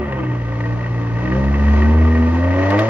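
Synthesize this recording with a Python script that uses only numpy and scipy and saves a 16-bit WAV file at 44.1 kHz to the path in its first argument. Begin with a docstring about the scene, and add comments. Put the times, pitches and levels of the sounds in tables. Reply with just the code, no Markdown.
"""A ten-cylinder car engine, close behind its tailpipes: it settles to idle, then climbs on the throttle.
Low multiples of the firing rate drone as clean tones. Each firing thumps, ticks the metal and puffs
gas noise through the pipe's resonances, and a growl joins as the revs rise. Some firings snap harder;
unburnt fuel pops, faintly early on and twice sharply near the end. Fizz and a faint hiss sit on top."""
import sys
import numpy as np
from scipy import signal
from scipy.fft import rfft, irfft, next_fast_len
from scipy.io import wavfile
from scipy.ndimage import uniform_filter1d, map_coordinates

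SR = 44100
rng = np.random.default_rng(int(sys.argv[2]) if len(sys.argv) > 2 else 0)


def bounce(signal):
    """Save signal as a 16-bit WAV file at the path given by the first command-line argument."""
    frames = np.transpose(np.atleast_2d(signal))
    limited = np.clip(frames, -1, 1)
    pcm = np.round(limited * 32767).astype(np.int16)
    wavfile.write(sys.argv[1], SR, pcm)


N = 127449


def engine():
    """The firing rate drives the drone and times the thumps, ticks and gas puffs."""
    # The rev curve: time_s, firing_hz, level_db of multiples 1, 2, 3, 4, 5, 6, 8, gas_db, fizz_db
    revs = [(0.0, 75.15, -26, -44, -28.5, -41, -28, -51, -39, -30.5, -63),
            (0.14, 66.64, -34, -22, -35, -46, -40, -37, -33.5, -32.5, -62),
            (0.198, 63.93, -31, -26, -31, -40, -27.5, -42, -34, -30.5, -60.5),
            (0.29, 60.78, -42, -23.5, -34.5, -38, -28, -38, -49, -33, -60.5),
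            (0.43, 57.95, -31.5, -22, -35.5, -49, -40, -46.5, -46, -34, -58.5),
            (0.73, 59.2, -34, -20.5, -34, -49, -27, -50, -39, -33.5, -57),
            (0.812, 59.42, -31.5, -22, -33.5, -48, -42.5, -46, -41, -34, -58),
            (1.09, 57.16, -35.5, -21.5, -33, -41, -28, -40, -43, -32.5, -57),
            (1.149, 57.32, -33, -20, -31, -50, -39.5, -51, -43, -33, -57),
            (1.3, 63.15, -26.5, -22, -27, -31.5, -24, -40.5, -46, -29, -54.5),
            (1.36, 65.85, -22.5, -20.5, -21.5, -32.5, -35, -31.5, -30, -30, -53.5),
            (1.51, 70.05, -17.5, -23.5, -22.5, -32, -33.5, -42, -41.5, -32.5, -55.5),
            (1.711, 72.5, -13, -30.5, -19.5, -36.5, -43, -39, -46, -28.5, -51.5),
            (1.78, 73, -12.5, -37.5, -18.5, -35, -29.5, -44, -53, -27, -50),
            (1.98, 79.12, -10.5, -29, -20, -28.5, -33, -33, -35.5, -29.5, -55.5),
            (2.251, 80.95, -15.5, -40, -18, -35.5, -34.5, -34, -36, -29.5, -53.5),
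            (2.388, 85.28, -18.5, -36, -22, -31.5, -52, -32.5, -55, -29, -52.5),
            (2.45, 88.42, -16.5, -35.5, -23.5, -54, -49, -30.5, -36, -29.5, -55.5),
            (2.58, 92.54, -18, -35.5, -21.5, -28, -45, -26, -51, -25.5, -51.5),
            (2.7, 97.06, -19.5, -30, -23, -40, -36, -26.5, -45, -25, -49),
            (2.75, 101.1, -22.5, -25.5, -19.5, -31, -28, -27, -36, -24, -51),
            (2.809, 106.8, -19.5, -31, -19.5, -30, -27, -23.5, -51, -24.5, -47),
            (2.89, 113.4, -20.5, -26, -35.5, -38.5, -22.5, -34, -34.5, -25.5, -50)]
    # Strength of the five firings in one crank turn: level_db
    cylinders = [1.5, -0.3, 0.8, -0.21, 0.61]
    firing_hz, *drone_db, gas_db, fizz_db = curves(revs)
    cycles = np.cumsum(firing_hz) / SR
    fired = np.flatnonzero(np.diff(np.floor(cycles)))  # the sample of each firing
    size_db = np.resize(cylinders, len(fired))
    tones = drone(firing_hz, cycles, drone_db, gas_db)
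    flow = puffs(fired, size_db)
    gas = amp(1.5) * rasp(flow) + amp(-1.5) * thumps(fired, size_db, firing_hz)
    gas += amp(-9) * ticks(fired, size_db) + amp(-4.5) * growl(firing_hz)
    air = amp(fizz_db + 4) * fizz(flow)
    air += amp(-65.5 + 0.28 * drone_db[0]) * hiss()  # swells a little with the lowest tone
    return tones + amp(gas_db) * gas + air


def drone(firing_hz, cycles, drone_db, gas_db, waver_db=1.19, flutter_db=0.2935):
    """Wavering tones at multiples of the firing rate; the top ones swell on crossing a pipe resonance."""
    # The body of the drone: multiple of the firing rate
    low_multiples = [1, 2, 3, 4, 5, 6, 8]
    # Overtones coloured by the pipe: multiple of the firing rate
    high_multiples = [9, 10, 11]
    # Swell of the seventh multiple: time_s, level_db
    seventh_swell = [(1.2, -46), (1.45, -39.5), (2.3, -46), (2.47, -29), (2.62, -30), (2.89, -40)]
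    low = sum(amp(db + waver_db * wobble(14) + flutter_db * k * wobble(45)) * tone(k, cycles)
              for k, db in zip(low_multiples, drone_db))
    high = sum(amp(gas_db - 10.5 + 4.5 * wobble(9.17)) * pipe(k * firing_hz) * tone(k, cycles)
               for k in high_multiples)
    seventh = amp(curves(seventh_swell)[0] + waver_db * wobble(14)) * tone(7, cycles)
    return low + high + seventh


def tone(k, cycles, drift_cycles=0.21):
    """Multiple k of the firing rate; higher ones sway more between left and right."""
    sway = 1 + 1j * k * amp(-28) * wobble(23) * np.array([[1], [-1]])
    # The first and third keep step, which squares off the wave; the others wander.
    drift = (k not in (1, 3)) * min(k / 4, 1) * drift_cycles * wobble(5)
    offset = 0.25 if k % 2 == 0 else 0
    return np.sqrt(2) * np.imag(sway * np.exp(2j * np.pi * (k * cycles + offset + drift)))


def puffs(fired, size_db, scatter_db=4, rise_s=0.0058):
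    """The envelope of the gas flow: one rounded puff per firing."""
    puff_db = size_db + scatter_db * rng.standard_normal(len(fired))
    flow = unit(bursts(np.c_[fired / SR, puff_db], decay_s=0.0057))
    return uniform_filter1d(flow, size=int(rise_s * SR))


def rasp(flow, steady_flow=1.6):
    """Gas rushes through the tailpipe, puffs riding on an unbroken stream."""
    return unit(stereo(steady_flow + flow, pipe))


def pipe(hz):
    """The tailpipe's gain: narrow resonances over a broad bed."""
    # Pipe resonances: pitch_hz, width_hz, level_db
    modes = [(515, 29, -4.5), (599, 50, -8), (905.7, 25.7, -1), (1130, 100, -11), (1199, 30, -3.5),
             (1529.4, 24, -7.5), (1897, 68.3, -6), (2183, 22, -13), (2420, 25, -18), (2626, 67, -17.5)]
    # Gas noise between the resonances: frequency_hz, level_db
    bed = [(60, -60.5), (150, -26.5), (300, -7.5), (600, -9.5), (1200, -13), (1400, -28), (2600, -25),
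           (3200, -24.5), (3500, -42.5), (5500, -100)]
    power = sum(np.abs(amp(db) * hz * width / (pitch ** 2 - hz ** 2 + 1j * hz * width)) ** 2
                for pitch, width, db in modes)
    rolloff = 1 + (hz / 3200) ** 12
    return np.sqrt(amp(2) ** 2 * power / rolloff + amp(along(bed, hz)) ** 2)


def thumps(fired, size_db, firing_hz, smooth_from_hz=84, fade_db_per_hz=1):
    """Unequal cylinders make a low lope that fades as the engine smooths out at higher revs."""
    # Tone of the thump: frequency_hz, level_db
    colour = [(50, -15.5), (65, 2), (90, 4.5), (150, -9.5), (250, 0), (350, -6.5), (500, -31.5),
              (1500, -120)]
    uneven = amp(size_db) - amp(size_db).mean()
    lope = unit(filtered(np.bincount(fired, uneven, N), lambda hz: amp(along(colour, hz))))
    return amp(-fade_db_per_hz * np.maximum(firing_hz - smooth_from_hz, 0)) * lope


def growl(firing_hz, full_hz_per_s=76):
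    """A rough low-mid roar that opens up while the engine accelerates."""
    # Tone of the roar: frequency_hz, level_db
    colour = [(200, -36.5), (300, 1.5), (450, -13.5), (600, 5), (800, -40.5)]
    climb = uniform_filter1d(np.gradient(firing_hz) * SR, size=SR // 10)
    roar = unit(stereo(amp(1.2 * wobble(30)), lambda hz: amp(along(colour, hz)) * (hz < 800)))
    return np.clip(climb / full_hz_per_s, 0, 1) * roar


def ticks(fired, size_db, jitter_s=0.0006, scatter_db=3.5):
    """Every firing strikes the pipe's metal, a little loose in timing and force."""
    timing, force = rng.standard_normal((2, len(fired)))
    struck = np.clip(fired + jitter_s * SR * timing, 0, N - 1).astype(int)
    return unit(metal_ring(np.bincount(struck, amp(size_db + scatter_db * force), N)))


def metal_ring(blows, pitch_hz=1891, width_hz=61, rise_s=0.0011):
    """Blows ring one short-lived metal mode of the pipe."""
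    t = np.arange(SR // 20) / SR
    envelope = np.exp(-np.pi * width_hz * t) * (1 - np.exp(-t / rise_s))
    return signal.fftconvolve(blows, envelope * np.sin(2 * np.pi * pitch_hz * t))[:N]


def snaps():
    """Harder firings ring the metal and spit through the pipe's upper resonances."""
    # Hard firings: start_s, level_db
    hits = [(0.1237, -19), (0.8086, -26.5), (0.843, -26), (0.8616, -23.5), (1.07, -28.5), (1.1572, -29.5),
            (1.2575, -24.5), (1.2751, -22), (1.3212, -18.5), (1.3504, -24.5), (1.4692, -31), (1.5411, -21),
            (1.5557, -21.5), (1.64, -27.5), (1.669, -22.5), (1.6833, -20.5), (1.8203, -17.5), (2.152, -22),
            (2.2236, -21.5), (2.441, -24.5), (2.5894, -22), (2.6324, -21), (2.7058, -14.5), (2.7452, -19),
            (2.7909, -18.5)]
    start_s, level_db = np.transpose(hits)
    ring = metal_ring(np.bincount((start_s * SR).astype(int), amp(level_db + 2), N))
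    upper_pipe = lambda hz: pipe(hz) * (hz > 1000)
    spit = stereo(bursts(hits, decay_s=0.01), upper_pipe) / np.std(stereo(1, upper_pipe))
    return ring + amp(-6.5) * spit


def pops():
    """Unburnt fuel cracks in the pipe, bright and short."""
    # Fuel pops: start_s, level_db
    hits = [(0.122, -50.5), (2.7032, -35), (2.7909, -30)]
    # Tone of the crack: frequency_hz, level_db
    colour = [(600, -5.5), (1500, 11.5), (3500, 11.5), (7000, -9.5), (14000, -18.5)]
    return amp(6) * stereo(bursts(hits, decay_s=0.0083), lambda hz: amp(along(colour, hz)))


def fizz(flow, steady_flow=3.6):
    """The bright edge of the gas noise, pulsing lightly with the puffs."""
    # Tone of the fizz: frequency_hz, level_db
    colour = [(2500, -33), (3300, -0.5), (4500, -1), (5500, -6), (6400, -4), (7000, -15.5), (7800, -31.5),
              (9000, -64.5)]
    return unit(stereo(steady_flow + flow, lambda hz: amp(along(colour, hz)) * (hz > 2500)))


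def hiss():
    """Smooth noise at the very top."""
    # Tone of the hiss: frequency_hz, level_db
    colour = [(7000, -32), (9500, 5), (11500, 4.5), (14800, -18.5)]
    return unit(stereo(1, lambda hz: amp(along(colour, hz)) * (hz > 7000)))


def amp(db):
    """dB to gain."""
    return 10 ** (np.asarray(db) / 20)


def unit(x):
    """Scale to rms 1."""
    return x / np.sqrt(np.mean(x ** 2) + 1e-20)


def curves(rows):
    """Rows of (time_s, values...) as one running curve per value."""
    time_s, *columns = np.transpose(rows)
    return [np.interp(np.arange(N) / SR, time_s, column) for column in columns]


def along(points, hz):
    """Read (frequency_hz, value) points on a log frequency axis."""
    knots_hz, values = np.transpose(points)
    return np.interp(np.log(hz + 1), np.log(knots_hz + 1), values)


def wobble(rate):
    """A smooth random curve, rate knots a second."""
    return map_coordinates(rng.standard_normal(int(N * rate / SR) + 4), [np.arange(N) * rate / SR])


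def bursts(events, decay_s):
    """An envelope that jumps at each (start_s, level_db) and dies away."""
    start_s, level_db = np.transpose(events)
    kicks = np.bincount(np.clip(start_s * SR, 0, N - 1).astype(int), amp(level_db), N)
    return signal.fftconvolve(kicks, np.exp(-np.arange(SR // 10) / SR / decay_s))[:N]


def filtered(x, response):
    """Shape x with a complex frequency response."""
    size = next_fast_len(N + SR // 2)
    return irfft(rfft(x, size) * response(np.fft.rfftfreq(size, 1 / SR)), size)[..., :N]


def stereo(envelope, response):
    """Noise under an envelope, coloured, partly alike left and right."""
    # Likeness of left and right: frequency_hz, correlation
    likeness = [(100, 0.82), (300, 0.28), (700, 0.75), (1500, 0.6), (3000, 1), (5000, 0.2), (12000, .85)]
    spread = lambda hz: np.arccos(np.clip(along(likeness, hz), -1, 1)) / 2
    noise = envelope * rng.standard_normal((2, N))
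    mid, side = filtered(noise, lambda hz: response(hz) * [np.cos(spread(hz)), np.sin(spread(hz))])
    return np.array([mid + side, mid - side])


def scene():
    """Everything comes from the tailpipes."""
    return engine() + snaps() + pops()


def record(dry, left_lag_s=0.00008, top_hz=14800):
    """Two exhaust ports, the left a touch later and differently coloured; the extreme treble is cut."""
    # Stereo balance: frequency_hz, left_over_right_db
    balance = [(100, -.1), (500, .6), (1500, 1.2), (3000, 2), (5500, 6.5), (8000, -8), (12000, -4)]
    side = np.array([[0.5], [-0.5]])
    delay = lambda hz: np.exp(-2j * np.pi * hz * side * left_lag_s)
    return filtered(dry, lambda hz: amp(side * along(balance, hz)) * delay(hz) * (hz < top_hz))


dry = scene()
out = record(dry)
bounce(out)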